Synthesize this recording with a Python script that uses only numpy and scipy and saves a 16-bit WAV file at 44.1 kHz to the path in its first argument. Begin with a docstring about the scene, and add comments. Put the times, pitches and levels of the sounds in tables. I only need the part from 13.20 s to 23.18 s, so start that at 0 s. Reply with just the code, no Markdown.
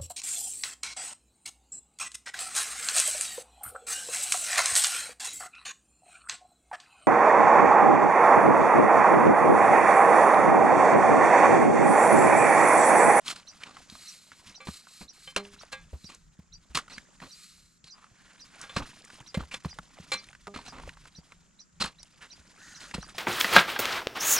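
"""A steel spade on a hollow steel shaft chops, scrapes and pries at sun-dried mud in an open field.
Noise bursts and damped grains make the clay; damped modes ring as blade and shaft; low swings are thuds.
Band-shaped noise gives palms on the shaft, far air and light wind rumble on two close microphones.
A gliding sine whistles as a small bird calling again and again at uneven gaps;
clicks and buzz rattle as an insect near the end."""
import sys
import numpy as np
from scipy import signal
from scipy.fft import rfft, irfft, next_fast_len
from scipy.io import wavfile
from scipy.ndimage import uniform_filter1d, map_coordinates

SR = 44100
rng = np.random.default_rng(int(sys.argv[2]) if len(sys.argv) > 2 else 0)


def master(y):
    """Save y as 16-bit WAV."""
    cut = np.clip(np.atleast_2d(y).T, -1, 1)
    pcm = np.round(cut * 32767)  # scale
    wavfile.write(sys.argv[1], SR, pcm.astype(np.int16))


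N = 440118
T = np.arange(N) / SR

# far air and insects: (frequency [Hz], density [dB per Hz])
FIELD_SPECTRUM = [(65, -76), (110, -15), (188, 0.5), (261, -10.5), (792, -28), (1410, -15.5), (3480, -36.5),
                  (7450, -14), (8260, -31), (11700, -44), (15000, -103)]
FIELD_DB = -67
# wind on the microphone ports: (frequency [Hz], density [dB per Hz])
RUMBLE_SPECTRUM = [(15, -11), (35, 5.5), (70, -5), (120, -9), (170, 0.5), (260, -57)]
# wind: (time [s], level [dB])
WIND_LEVEL = [(0, -74), (.6, -100), (2.06, -69.5), (2.67, -58), (3.17, -67.5), (3.56, -61), (4.3, -70),
              (5.9, -73), (6.34, -59), (7.09, -65), (7.64, -53), (8.4, -66), (9.98, -60)]
# loose grit: (time [s], level [dB])
CRUMBLE_LEVEL = [(0.0, -64.5), (0.67, -59), (1.03, -69), (1.25, -59.5), (1.8, -69), (2.06, -67),
                 (2.28, -60), (3.11, -74), (3.72, -63), (4.5, -81), (5.31, -60.5), (5.55, -54), (6.14, -63),
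                 (7.0, -58), (7.3, -69), (7.55, -56), (8.5, -75.5), (8.73, -66), (9.59, -59), (9.98, -54.5)]
# loose grit: (frequency [Hz], density [dB per Hz])
GRIT_SPECTRUM = [(150, 6.5), (297, 5.5), (687, -48), (935, -3), (1390, -1), (5010, -1), (9450, -9),
                 (15000, -35)]
TRICKLE_DB, TRICKLE_T60_S = -22, 0.11  # grit set loose by every crunch: level relative to it
# blade crushing clay, or a clod bursting:
# (start [s], level at the top [dB], rise [s], hold [s], tilt [dB per octave])
CRUNCHES = [(0.045, -32.5, 0.06, 0.02, 4), (0.151, -44.5, 0.012, 0.035, 2), (0.44, -50, 0.031, 0.12, -0.5),
            (1.47, -34, 0.0018, 0.0078, -2), (1.809, -39, 0.006, 0.0078, -7),
            (2.162, -19, 0.0016, 0.0032, 2), (2.517, -37.5, 0.014, 0.008, 2.5),
            (2.888, -47.5, 0.0068, 0.054, 0.5), (3.547, -24.5, 0.0024, 0.036, 3),
            (3.697, -47, 0.0034, 0.081, 0), (4.014, -43, 0.0082, 0.043, -2.5),
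            (5.563, -22.5, 0.0006, 0.013, -2.5), (5.6, -35, 0.0045, 0.022, -8.5),
            (6.143, -34.5, 0.00084, 0.0098, 1), (6.19, -35.5, 0.0054, 0.017, -4),
            (6.318, -36, 0.029, 0.0058, 2), (6.444, -33.5, 0.0067, 0.0019, -3.5),
            (6.918, -28.5, 0.00047, 0.028, 3), (7.338, -42, 0.0069, 0.071, -1.5),
            (7.436, -44, 0.046, 0.01, 1), (7.525, -46.5, 0.0069, 0.16, -4),
            (8.599, -23.5, 0.015, 0.018, 0.5), (8.636, -32, 0.0062, 0.034, 1),
            (9.597, -44.5, 0.019, 0.049, 2), (9.737, -29.5, 0.013, 0.002, 0)]
SAG_DB = -9  # fall of a crunch over its hold
SETTLE_T60_S = 0.12
TREBLE_HZ, TREBLE_T60_S = 2440, 0.07  # a crunch dies sooner above this pitch
# broken clay: (frequency [Hz], density [dB per Hz])
CLAY_SPECTRUM = [(150, 2), (250, 5.5), (391, -9.5), (1160, -13.5), (1820, -11), (3210, -7.5), (5030, -10),
                 (8880, -12), (15400, -42.5)]
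# top-end roll-off of the microphones, on grains, snaps and scrapes: (frequency [Hz], gain [dB])
ROLLOFF = [(7000, 0.5), (10000, -1.5), (15000, -34)]
# blade and shaft wall modes: (frequency [Hz], level [dB], t60 at damping 1 [s])
STEEL_MODES = [(528, -5, .15), (810, -8, .14), (1100, -12, .15), (1170, -7, .18), (1480, -10, .1),
               (1630, -7, .2), (1920, -12, .15), (2095, -9, .24), (2333, -7, .2), (2530, -12, .24),
               (2670, -7, .07), (3100, -12, .17), (3505, -10, .22), (3825, -11, .13), (4135, -9, .21),
               (4900, -18, .1), (6950, -12, .08), (7650, -17, .1)]
# modes the blade sounds most while buried: frequency [Hz]
BURIED_HZ = np.array([1170, 4135])
FAVOUR_DB, BURIED_DB = 8, 12  # lift of the best excited modes: ringing, buried in clay
# single crumbs and flakes snapping: (time [s], peak level [dB], frequency [Hz])
CRACKS = [(0.08, -20, 3440), (0.435, -27.5, 2400), (0.568, -36, 1095), (0.603, -45.5, 664),
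          (0.699, -34, 4040), (0.753, -37.5, 1270), (1.118, -34.5, 1560), (1.67, -40, 1210),
          (2.165, -21.5, 480), (2.251, -36, 2800), (2.411, -42, 1230), (2.433, -38, 540),
          (2.731, -41.5, 530), (2.843, -43, 4150), (2.947, -39.5, 6700), (3.553, -19, 3930),
          (3.587, -25, 1430), (3.68, -38, 1300), (3.781, -29, 1860), (4.002, -37.5, 1670),
          (4.642, -38.5, 4160), (4.842, -41, 1280), (5.414, -30.5, 6540), (5.624, -32, 1200),
          (5.656, -41, 1500), (5.715, -46, 1820), (5.82, -43.5, 4340), (5.849, -40.5, 7100),
          (5.902, -37, 1410), (6.235, -39.5, 970), (6.587, -28.5, 1240), (6.786, -40, 614),
          (7.041, -39, 4200), (7.087, -40.5, 2260), (7.13, -39.5, 1630), (7.15, -38.5, 1690),
          (7.27, -30.5, 1260), (7.278, -32.5, 617), (7.341, -39, 1240), (7.361, -30, 1260),
          (7.389, -34, 926), (7.411, -47, 956), (7.524, -39, 958), (7.537, -45, 926), (7.584, -40, 1500),
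          (7.599, -38.5, 700), (7.635, -38.5, 1040), (7.675, -35, 493), (7.692, -30.5, 1850),
          (7.771, -42, 1150), (7.855, -41.5, 1340), (8.121, -37.5, 1330), (8.657, -32.5, 9250),
          (8.83, -34, 5470), (9.712, -35.5, 2060), (9.779, -35, 470), (9.828, -34.5, 1170)]
SNAP_S, SNAP_CYCLES = 0.018, 6  # t60 of a snap: fixed part plus cycles of its pitch
# bird calls: (time [s], level [dB], last note's added level [dB])
BIRD_CALLS = [(0.2836, -41, -8), (0.8832, -39.5, -16), (1.358, -43, -10), (1.892, -43.5, -11),
              (2.3985, -47, -6), (2.8506, -46, 1.5), (3.3348, -45.5, -4), (3.7292, -45.5, 1),
              (4.116, -46, 1.5), (4.7076, -46.5, 2.5), (5.2057, -47.5, 3), (5.563, -43, -10),
              (6.074, -47.5, 0), (6.495, -47, 3.5), (6.975, -44.5, -2), (7.481, -44, -4), (7.9605, -47, -4),
              (8.402, -45.5, -8), (8.796, -48.5, -8), (9.114, -45, -3.5), (9.5575, -44, -6),
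              (9.8218, -44.5, -4)]
# one call before variation: (time from its upstroke [s], frequency [Hz], level [dB])
CHIRP = [(-.013, 3600, -15), (-.005, 4170, 0), (-.0032, 4300, -14), (-.0025, 5000, -12), (0, 5700, -3),
         (.004, 6050, -1), (.008, 5400, -2), (.011, 4900, -13), (.015, 4660, -2), (.023, 4650, 0),
         (.033, 5000, -24)]
# blade dragging over the crust: (start [s], length [s], level [dB], best excited mode [Hz])
SCRAPES = [(0.401, 0.082, -51, 1480), (4.643, 0.068, -55, 4135), (4.721, 0.16, -59.5, 1170),
           (4.929, 0.28, -61, 1630), (5.299, 0.26, -53.5, 1480), (6.311, 0.03, -42, 2333),
           (6.798, 0.045, -62, 2670), (9.005, 0.071, -49, 1630)]
SCRAPE_WIDTH_HZ = 310
# palms sliding on the shaft: (start [s], loudest [s], end [s], level [dB])
SLIDES = [(0.708, 0.9, 1.15, -48.5), (1.152, 1.18, 1.3, -57.5), (1.451, 1.559, 1.664, -47),
          (1.667, 1.832, 1.873, -51), (1.933, 2.116, 2.13, -52), (2.71, 2.85, 3.07, -61),
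          (4.014, 4.24, 4.58, -53)]
GRIP_S, START_DB, END_DB = 0.0044, -7.5, -18  # fade at both ends; level there against the loudest
# skin on steel: (frequency [Hz], density [dB per Hz])
PALM_SPECTRUM = [(585, -62), (2070, -17.5), (2390, -14), (3370, -15), (4110, -4), (5380, -10.5),
                 (11900, -18.5), (15000, -41)]
# shaft wall under the palms: (frequency [Hz], width [Hz], gain [dB])
PALM_MODES = [(1240, 100, 31.5), (4160, 9.1, 14.5), (7950, 1100, 10)]
# clods and heels on the ground: (time [s], peak level [dB], frequency [Hz])
THUDS = [(0.723, -41.5, 219), (1.485, -27.5, 188), (1.81, -44, 59.5), (2.729, -30.5, 67.7),
         (2.842, -37.5, 185), (3.19, -37.5, 173), (3.499, -44, 62.3), (3.554, -35, 142), (3.777, -42, 212),
         (4.02, -42, 187), (4.641, -49, 156), (4.914, -50.5, 116), (5.566, -29, 169), (5.589, -33, 61.3),
         (6.006, -44.5, 127), (6.172, -17.5, 176), (6.214, -34, 68.4), (6.454, -22, 162), (6.59, -38, 175),
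         (6.799, -38, 174), (7.36, -32.5, 240), (7.666, -40.5, 74), (7.984, -37, 169), (8.607, -34, 169),
         (8.64, -29.5, 188), (9.191, -52, 70.4), (9.747, -27, 183), (9.782, -27, 175)]
# blows that leave the steel ringing:
# (time [s], level [dB], best excited [Hz], second best excited [Hz], damping by clay and hands [factor])
RINGS = [(1.403, -47.5, 1170, 2333, 0.68), (2.074, -43, 3100, 3100, 1.25), (2.164, -32, 4135, 3100, 1.6),
         (2.527, -37, 1630, 2670, 0.94), (5.437, -43.5, 1630, 3505, 2.4), (5.494, -41, 3100, 3505, 1.7),
         (6.146, -32, 528, 2095, 2.7), (6.341, -30.5, 3505, 4900, 3.7), (6.919, -27.5, 2333, 4135, 1.1)]
# air column in the shaft: (frequency [Hz], level [dB], t60 at damping 1 [s])
SHAFT_MODES = [(200, -2, .5), (403, 0, .42), (603, -8, .3), (806, -7, .18), (1010, -14, .17),
               (1207, -6, .1)]
# knocks that sound the air column: (time [s], level [dB], best excited [Hz], damping by hands [factor])
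KNOCKS = [(2.164, -33, 1207, 1.1), (6.919, -54.5, 200, 1.03), (7.272, -44, 1207, 0.96)]
# insect: (time [s], click level [dB], buzz level [dB])
WINGS = [(9.38, -71, -59), (9.43, -58, -55), (9.52, -55.5, -56.5), (9.6, -59.5, -56), (9.72, -58.5, -58)]
WING_HZ = 238  # mean beat rate
# digging, left against right port: (frequency [Hz], phase lead [rad])
LEAD = [(100, 0.37), (800, -0.32), (3100, -0.71), (6000, -0.95), (7500, 0.38), (9300, 0.45)]
# digging, left against right port: (frequency [Hz], level difference [dB])
LEVEL = [(150, 0), (400, -2), (2500, -1.5), (6000, 0), (12000, .5)]
TOP_HZ = 15500


def amp(db):
    """dB to gain."""
    return 10 ** (np.asarray(db) / 20)


def unit(x):
    """Scaled to rms 1."""
    return x / np.sqrt(np.mean(x ** 2) + 1e-20)


def along(points, hz):
    """(frequency, value) points interpolated on a log axis."""
    f, v = np.transpose(points)
    return np.interp(np.log(hz + 1), np.log(f + 1), v)


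def curves(rows):
    """One value per sample for each column after the time."""
    s, *cols = np.transpose(rows)
    return [np.interp(T, s, c) for c in cols]


def wobble(rate_hz):
    """A smooth random curve, rate_hz knots a second."""
    return map_coordinates(rng.standard_normal(int(N * rate_hz / SR) + 4), [T * rate_hz])


def filtered(x, response):
    """x times a response of frequency."""
    m = next_fast_len(x.shape[-1] + 4096)
    return irfft(rfft(x, m) * response(np.fft.rfftfreq(m, 1 / SR)), m)[..., :x.shape[-1]]


def resonance(f, hz, width_hz):
    """A damped resonance with top 1."""
    return 1j * f * width_hz / (hz * hz - f * f + 1j * f * width_hz)


def pair(spectrum, alike, rough_db=0, rate_hz=100):
    """Stereo noise of rms 1, partly shared, with a fast uneven level."""
    noise = rng.standard_normal((2, N)) * amp(rough_db * wobble(rate_hz))
    mid, side = filtered(noise, lambda hz: amp(along(spectrum, hz)))
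    turn = np.arccos(np.clip(alike, 0, 1)) / 2
    left = np.cos(turn) * mid + np.sin(turn) * side
    right = np.cos(turn) * mid - np.sin(turn) * side
    return unit(np.array([left, right]))


def add(out, s, x):
    """Mixes x into out from time s."""
    part = out[..., max(round(s * SR), 0):][..., :x.shape[-1]]
    part += x[..., :part.shape[-1]]


def grains(times, sizes, hz, spread_oct, cycles):
    """Tiny damped sines at scattered pitches, summed."""
    scattered_hz = hz * 2 ** (spread_oct * rng.standard_normal(len(times)))
    pitch_hz = np.clip(scattered_hz, 300, 9000)[:, None]
    k = np.arange(400)
    turns = pitch_hz * k / SR
    # low grains last longer, so they start weaker
    start = sizes[:, None] * np.sqrt(pitch_hz / hz)
    wave = start * np.sin(2 * np.pi * turns) * np.exp(-turns / cycles) * (1 - k / len(k))
    index = (times * SR).astype(int)[:, None] + k
    out = np.bincount(index.ravel(), wave.ravel(), N + len(k))[:N]
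    return filtered(out, lambda f: amp(along(ROLLOFF, f)))


def field():
    """Far hiss of the open field and wind lumps on the ports, both shaped noise."""
    swell_db = 1.5 * wobble(3)
    air = amp(FIELD_DB + swell_db) * pair(FIELD_SPECTRUM, 0.1)
    lumps = amp(5.5 * wobble(11) - 4)
    return air + amp(curves(WIND_LEVEL)[0]) * lumps * pair(RUMBLE_SPECTRUM, 0.89)


def grit_level():
    """Level of loose grit, in fits with gaps, plus a trickle after every crunch."""
    level = amp(curves(CRUMBLE_LEVEL)[0] + 2 * wobble(14))
    for s, db, rise, hold, _ in CRUNCHES:
        add(level, s + rise + hold, amp(db + TRICKLE_DB - 60 * T[:SR] / TRICKLE_T60_S))
    return level


def crumbs():
    """Loose grit trickles; crumbs of all sizes tick on the crust in clumps, with a few duller lumps."""
    times = np.sort(rng.uniform(0, T[-1], 9000))
    clump_db = 4 * wobble(45)[(times * SR).astype(int)]
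    size_db = np.minimum(4 * rng.exponential(size=len(times)) + clump_db, 17)
    ticks = unit(grains(times, amp(size_db), hz=2180, spread_oct=1.264, cycles=4.6))

    times = rng.uniform(0, T[-1], 900)
    clump_db = 3.3 * wobble(28)[(times * SR).astype(int)]
    size_db = np.minimum(5 * rng.exponential(size=len(times)), 8) + clump_db
    lumps = unit(grains(times, amp(size_db), hz=937, spread_oct=0.96, cycles=4.8))

    trickle = pair(GRIT_SPECTRUM, 1.0, rough_db=4.0, rate_hz=66)
    return grit_level() * (trickle + amp(-3) * ticks + amp(-8) * lumps)


def crunches():
    """A shower of fractures that swells, holds and dies, coloured by the buried blade."""
    out, t = np.zeros((2, N)), T[:SR // 2]
    times = np.sort(rng.uniform(0, T[-1], 9000))
    sizes = amp(np.minimum(4 * rng.exponential(size=len(times)), 12))
    shards = unit(grains(times, sizes, hz=1600, spread_oct=1.1, cycles=3))
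    mode_hz = np.transpose(STEEL_MODES)[0]
    for s, db, rise, hold, tilt_db in CRUNCHES:
        # clay grips the blade differently each time
        touch_db = rng.normal(0, 3, len(STEEL_MODES)) + BURIED_DB * np.isin(mode_hz, BURIED_HZ)

        def colour(f):
            modes = sum(amp(level_db / 2 + extra_db) * resonance(f, hz, 320)
                        for (hz, level_db, _), extra_db in zip(STEEL_MODES, touch_db))
            return (1 + amp(4) * modes) * amp(tilt_db * np.log2((f + 200) / 2000))

        lumps = amp(2.8 * map_coordinates(rng.standard_normal(100), [t * 180]))
        after_s = np.maximum(t - rise - hold, 0)
        sag_db = SAG_DB * np.clip((t - rise) / hold, 0, 1)
        shape = np.clip(t / max(rise, .0005), 0, 1) * amp(sag_db - 60 * after_s / SETTLE_T60_S)

        noise = rng.standard_normal((2, len(t))) * [[1], [.2]]
        mid, side = unit(filtered(noise, lambda hz: amp(along(CLAY_SPECTRUM, hz))))
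        dust = mid + side * np.array([[1], [-1]])
        fractures = lumps * (dust + amp(-3.5) * np.resize(shards[round(s * SR):], len(t)))

        sooner = amp(-60 * after_s * max(1 / TREBLE_T60_S - 1 / SETTLE_T60_S, 0))
        late_low = filtered(shape * (1 - sooner) * fractures, lambda hz: 1 / (1 + (hz / TREBLE_HZ) ** 2))
        burst = filtered(shape * sooner * fractures + late_low, colour)
        add(out, s, amp(db) * unit(burst) * np.sqrt(np.mean(shape ** 2)))
    return out


def cracks():
    """Each snap is a short puff of noise around its own pitch; low ones last longer."""
    out, t = np.zeros(N), T[:SR // 8]
    for s, db, centre_hz in CRACKS:
        decay = amp(-60 * t / (SNAP_S + SNAP_CYCLES / centre_hz))
        puff = rng.standard_normal(len(t)) * decay * (1 - np.exp(-t / 0.00053))
        puff[:4] = 0.82  # the break itself: one hard click

        def colour(f):
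            body = resonance(f, centre_hz, 0.27 * centre_hz) + 0.065 * amp(along(CLAY_SPECTRUM, f))
            return amp(along(ROLLOFF, f)) * body

        puff = filtered(puff, colour)
        add(out, s, amp(db) * puff / np.abs(puff).max())
    return out


def bird():
    """A gliding sine, a little different each call, with a soft noise-tail echo from the field's edge."""
    out, t = np.zeros(N), T[:SR // 16]
    s0, hz, db = np.transpose(CHIRP)
    # relative changes: pitch, pace, upturn of the last note
    change = rng.standard_normal((len(BIRD_CALLS), 3)) * [.012, .05, .07]
    for (s, top_db, tail_db), (pitch, pace, upturn) in zip(BIRD_CALLS, change):
        u = s0[0] + t * (1 + pace)
        bend = 1 + pitch + abs(upturn) * np.clip(u / s0[-1], 0, 1) ** 2
        glide_hz = bend * uniform_filter1d(np.interp(u, s0, hz), 60)
        phase = 2 * np.pi * np.cumsum(glide_hz) / SR
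        level_db = top_db + np.interp(u, s0, db, right=-120) + tail_db * (u > .011)
        add(out, s + s0[0], amp(level_db) * np.sin(phase))
    tail = rng.standard_normal((2, SR // 4)) * amp(-60 * T[:SR // 4] / 0.077)
    delayed = np.pad(out, (200, 0))[None]
    echo = signal.fftconvolve(delayed, tail / np.linalg.norm(tail[0]), axes=1)[:, :N]
    return out * amp([[-1.5], [1.5]]) + amp(-2) * echo


def scrapes():
    """Uneven friction noise that sounds only through the modes of the steel, most near the best pitch."""
    out = np.zeros(N)
    for s, length, db, aim_hz in SCRAPES:
        best_hz = min(np.transpose(STEEL_MODES)[0], key=lambda hz: abs(hz - aim_hz))
        u = np.linspace(0, 1, round(length * SR))

        def wall(f):
            modes = 0
            for hz, level_db, _ in STEEL_MODES:
                favour_db = 14.0 * (hz == best_hz) - 5.9 * abs(np.log2(hz / best_hz))
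                modes = modes + amp(level_db + favour_db) * resonance(f, hz, SCRAPE_WIDTH_HZ)
            return amp(along(ROLLOFF, f)) * modes

        rub = rng.standard_normal(len(u)) * amp(4.1 * wobble(61.2)[:len(u)])
        stroke = np.sqrt(np.abs(np.sin(np.pi * u)))
        add(out, s, amp(db) * stroke * unit(filtered(rub, wall)))
    return out


def palms():
    """Skin rubs the shaft: a smooth hiss coloured by its wall."""
    level = 0
    for start, top, end, db in SLIDES:
        knots_s = [start - GRIP_S, start, top, end, end + GRIP_S]
        knots_db = db + np.array([-30, START_DB, 0, END_DB, -40])
        level = level + amp(np.interp(T, knots_s, knots_db, -120, -120))

    def wall(f):
        return 1 + sum(amp(db) * np.abs(resonance(f, hz, width_hz)) for hz, width_hz, db in PALM_MODES)

    return level * unit(filtered(pair(PALM_SPECTRUM, 0.99, rough_db=1.5, rate_hz=87), wall))


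def thuds():
    """A heavy soft contact: the ground gives, swings back once and settles, with deeper sway and rubble."""
    out, t = np.zeros(N), T[:SR // 4]
    for s, db, hz in THUDS:
        cycles = hz * t
        swing = -np.sin(2 * np.pi * cycles) * cycles * np.exp(1 - cycles / .6)
        sway_hz = 70 * 2 ** rng.normal(0, 0.314)
        sway = np.sin(2 * np.pi * sway_hz * t) * np.exp(-t / 0.017) * (1 - np.exp(-t / 0.006))
        rough = unit(filtered(rng.standard_normal(len(t)), lambda f: resonance(f, 2 * hz, 2 * hz)))
        rubble = rough * cycles * np.exp(-1.5 * cycles)
        push = swing + 0.36 * sway + 0.3 * rubble
        add(out, s, amp(db) * push / np.abs(push).max())
    return out


def ring(modes, damping, best_hz, waver_rad, t):
    """Decaying modes at fresh strengths, strongest at the best pitches, each wavering in phase."""
    hz, db, t60 = np.transpose(modes)[..., None]
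    away_oct = np.log2(hz / best_hz)
    favour_db = (FAVOUR_DB * np.exp(-(away_oct / .02) ** 2)).sum(1, keepdims=True)
    loss_db = (away_oct ** 2 / 2).min(1, keepdims=True)
    db = db + favour_db - loss_db + rng.normal(0, 1.5, hz.shape)
    drift = np.cumsum(rng.normal(0, waver_rad, (len(hz), len(t))), 1)
    tones = amp(db - 60 * damping * t / t60) * np.sin(2 * np.pi * hz * t + drift)
    return np.sum(tones, 0) * (1 - np.exp(-t / 0.0006))


def spade():
    """The steel rings, wavering with clay on it, and so does the air in the hollow shaft, steadier."""
    out, t = np.zeros(N), T[:SR // 2]
    for s, db, first_hz, second_hz, damping in RINGS:
        add(out, s, amp(db) * ring(STEEL_MODES, damping, np.array([first_hz, second_hz]), 0.022, t))
    for s, db, best_hz, damping in KNOCKS:
        add(out, s, amp(db) * ring(SHAFT_MODES, damping, np.array([best_hz]), 0.0015, t))
    return out


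def insect():
    """Wing beats: bright resonant clicks at an uneven rate over a rough noise buzz."""
    click_db, buzz_db = curves(WINGS)
    beat_count = np.floor(np.cumsum(WING_HZ * (1 + 0.065 * wobble(33))) / SR)
    beats = np.diff(beat_count, prepend=0) * amp(1.6 * wobble(150))
    clicks = unit(filtered(beats, lambda f: resonance(f, 5100, 3700) ** 3 + 1.7 * resonance(f, 6370, 1700) ** 2))
    noise = rng.standard_normal(N)
    buzz = unit(filtered(noise, lambda f: resonance(f, 1450, 340) ** 2 - resonance(f, 1810, 320) ** 2))
    flying = (T > WINGS[0][0]) & (T < WINGS[-1][0])
    return flying * (amp(click_db) * clicks + amp(buzz_db) * buzz)


def scene():
    """All sources at the two microphone ports."""
    digging = crumbs() + crunches() + cracks() + scrapes() + palms() + thuds() + spade()

    # the pit lies a little to the right: the left port hears its mids later and weaker
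    def half(hz):
        return amp(along(LEVEL, hz) / 2) * np.exp(.5j * along(LEAD, hz))

    digging = filtered(digging, lambda hz: np.array([half(hz), 1 / half(hz)]))
    return field() + digging + bird() + insect()


def record(dry):
    """Band limit: nothing passes above TOP_HZ."""
    return filtered(dry, lambda hz: hz < TOP_HZ)


dry = scene()
out = record(dry)
master(out)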